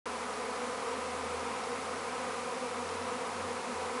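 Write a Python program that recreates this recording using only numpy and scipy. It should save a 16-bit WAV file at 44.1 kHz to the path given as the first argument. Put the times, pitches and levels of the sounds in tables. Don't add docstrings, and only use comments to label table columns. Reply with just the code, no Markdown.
import sys
import numpy as np
from scipy import signal
from scipy.fft import rfft, irfft
from scipy.io import wavfile

SR = 44100
rng = np.random.default_rng(int(sys.argv[2]) if len(sys.argv) > 2 else 0)


def master_out(mix):
    frames = np.transpose(np.atleast_2d(mix))
    ceiling = np.clip(frames, -1, 1)
    pcm = np.round(ceiling * 32767).astype(np.int16)
    wavfile.write(sys.argv[1], SR, pcm)


N = 176400
TIME = np.arange(N) / SR


def from_db(db):
    return 10 ** (np.asarray(db) / 20)


def rms_one(x):
    return x / np.sqrt(np.mean(x ** 2) + 1e-20)


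def read(table, at):
    return np.interp(at, *np.transpose(table))


def drift(rate_hz, block=100):
    pole = np.exp(-2 * np.pi * rate_hz * block / SR)
    noise = rng.standard_normal(N // block + 1002)
    slow = signal.lfilter([1], [1, -2 * pole, pole * pole], noise)
    return rms_one(slow[1000:])


def per_sample(slow):
    return np.interp(TIME, np.linspace(0, TIME[-1], len(slow)), slow)


# harmonic number, relative level/dB
WING_TONE = [(1, -9), (2, -1.12), (3, -5.5), (4, -3), (5, -4), (6, -10), (7, -15), (9, -12.5), (12, -20.5),
             (20, -27.5), (40, -30.5)]
def buzz(hz, lowest_harmonic=1):
    size = 4096
    harmonics = np.arange(1, 43)
    gains = (harmonics >= lowest_harmonic) * from_db(read(WING_TONE, harmonics))
    partials = gains * np.exp(2j * np.pi * rng.random(len(harmonics)))
    cycle = rms_one(irfft(np.r_[0, partials], size))
    beats = np.cumsum(hz) / SR
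    return cycle[(beats * size).astype(int) % size]


WOBBLE_HZ, WOBBLE_DEPTH = 9, .008
def bee(wing_hz, turn_hz=1.1, turn_depth=.02, pass_hz=.76, swell_db=5):
    turns = turn_depth * drift(turn_hz)
    wobble = WOBBLE_DEPTH * drift(WOBBLE_HZ)
    hz = wing_hz * (1 + turns + wobble)
    nearness = rms_one(from_db(swell_db * np.tanh(drift(pass_hz) / 2)))
    return per_sample(nearness) * buzz(per_sample(hz))


# share of bees that beat slower, wingbeat f/Hz
WINGBEATS = [(0, 191.8), (.05, 213.1), (.2, 229.1), (.45, 244.1), (.75, 254.4), (.94, 266.5), (1, 278.9)]
# t/s, level/dB
SWARM_LEVEL = [(0, -37.5), (.8, -37.5), (1.7, -37.5), (2.4, -38), (3, -38), (3.5, -37.5), (4, -37.5)]
def swarm(count):
    rates = read(WINGBEATS, (np.arange(count) + .5) / count)
    hum = rms_one(sum(bee(hz) for hz in rates))
    return from_db(read(SWARM_LEVEL, TIME)) * hum


# f/Hz, relative level/dB
AIR_EQ = [(20, -27), (35, -19), (55, -9.5), (100, -3), (140, -0.5), (180, 3.5), (330, 7.5), (700, -1),
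          (1800, 0.5), (3200, -3.5), (5000, -2.5), (7000, -5), (10000, -6), (11000, -6)]
def air(level_db=-45.5):
    hz, db = np.transpose(AIR_EQ)
    bins = np.maximum(np.fft.rfftfreq(N, 1 / SR), 1)
    colour = from_db(np.interp(np.log(bins), np.log(hz), db))
    hiss = irfft(rfft(rng.standard_normal(N)) * colour, N)
    return from_db(level_db) * rms_one(hiss)


# t/s, firing f/Hz
ENGINE_SPEED = [(0, 77), (.8, 77.6), (1.1, 80.5), (1.4, 81.3), (1.9, 84.3), (2.6, 88), (3.0, 89.7),
                (3.45, 90.5), (3.7, 85.5), (4, 83.5)]
# t/s, level/dB
FIRING_LEVEL = [(0.08, -59.5), (0.88, -65), (0.92, -59), (1.37, -51.5), (1.62, -63.5), (1.88, -57),
                (2.09, -60.5), (2.42, -60), (2.56, -66.5), (2.82, -56.5), (3.01, -52), (3.23, -66),
                (3.44, -50), (3.72, -72), (3.76, -53), (3.9, -59), (3.94, -69), (4.0, -62)]
# t/s, level/dB
OCTAVE_LEVEL = [(0, -71), (1.5, -71), (2.2, -62), (2.6, -67), (3.2, -60.5), (4, -70)]
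def engine(firing_trim_db=-1.2):
    phase = 2 * np.pi * np.cumsum(read(ENGINE_SPEED, TIME)) / SR
    firing = from_db(read(FIRING_LEVEL, TIME) + firing_trim_db) * np.sin(phase)
    octave = from_db(read(OCTAVE_LEVEL, TIME)) * np.sin(2 * phase)
    return np.sqrt(2) * (firing + octave)


# t/s, level/dB
TICKS = [(0.337, -44), (1.638, -37.5), (2.89, -36.5), (3.023, -41)]
# f/Hz, level/dB relative to the cue
TICK_MODES = [(4050, -5), (4950, -7), (5400, -2.5)]
def ticks(attack_s=.00091):
    out = np.zeros(N)
    for start, db in TICKS:
        age = np.maximum(TIME - start, 0)
        ring = sum(from_db(db + mode_db) * np.sin(2 * np.pi * hz * age) for hz, mode_db in TICK_MODES)
        envelope = age / attack_s * np.exp(1 - age / attack_s)
        out += ring * envelope
    return out


# t/s, f/Hz, level/dB
DRONE = [(.5, 131.6, -88), (.9, 132, -69), (1.4, 139, -67), (1.949, 142.4, -66), (2.3, 142, -83)]
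def drone():
    times, hz, db = np.transpose(DRONE)
    phase = 2 * np.pi * np.cumsum(np.interp(TIME, times, hz)) / SR
    return np.sqrt(2) * from_db(np.interp(TIME, times, db)) * np.sin(phase)


# peak t/s, wingbeat f/Hz, fundamental
# level/dB, octave level/dB, overtone level/dB
FLYBYS = [(0.628, 247, -52, -40, -49), (0.862, 236.5, -56, -43.5, -47), (0.926, 250.7, -60, -46, -52),
          (1.145, 249.3, -65, -45.5, -46), (1.345, 241.4, -54, -38.5, -48), (1.464, 238.7, -52.5, -43, -44),
          (1.726, 243, -54, -39.5, -48), (2.121, 259.7, -69, -62, -45), (2.239, 244, -52, -47, -44),
          (2.39, 249.6, -64, -47, -44), (2.639, 248, -48.5, -44, -50), (2.793, 241, -63, -42.5, -49),
          (3.14, 246.8, -48, -42.5, -47), (3.499, 247.2, -54, -43.5, -54),
          (3.683, 241.5, -44.5, -54.5, -48), (3.818, 251, -64, -53, -48), (3.962, 242, -47.5, -49, -53)]
def flybys(half_swell_s=.036, doppler_depth=.015):
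    out = np.zeros(N)
    for closest_s, wing_hz, fundamental_db, octave_db, overtones_db in FLYBYS:
        along = (TIME - closest_s) / half_swell_s
        wobble = WOBBLE_DEPTH * per_sample(drift(WOBBLE_HZ))
        hz = wing_hz * (1 - doppler_depth * np.tanh(along) + wobble)
        phase = 2 * np.pi * np.cumsum(hz) / SR
        fundamental = np.sqrt(2) * from_db(fundamental_db) * np.sin(phase)
        octave = np.sqrt(2) * from_db(octave_db) * np.sin(2 * phase)
        overtones = from_db(overtones_db) * buzz(hz, lowest_harmonic=3)
        out += (fundamental + octave + overtones) / (1 + along ** 2)
    return out


def scene():
    bees = swarm(count=110) + flybys()
    return (bees + air() + engine() + ticks() + drone())[None]


def record(dry, start_s=.056, fade_s=.001, cutoff_hz=10950):
    gate = np.clip((TIME - start_s) / fade_s, 0, 1)
    lowpass = signal.ellip(16, .1, 80, cutoff_hz, fs=SR, output="sos")
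    return signal.sosfilt(lowpass, dry * gate + 1e-18)


dry = scene()
out = record(dry)
master_out(out)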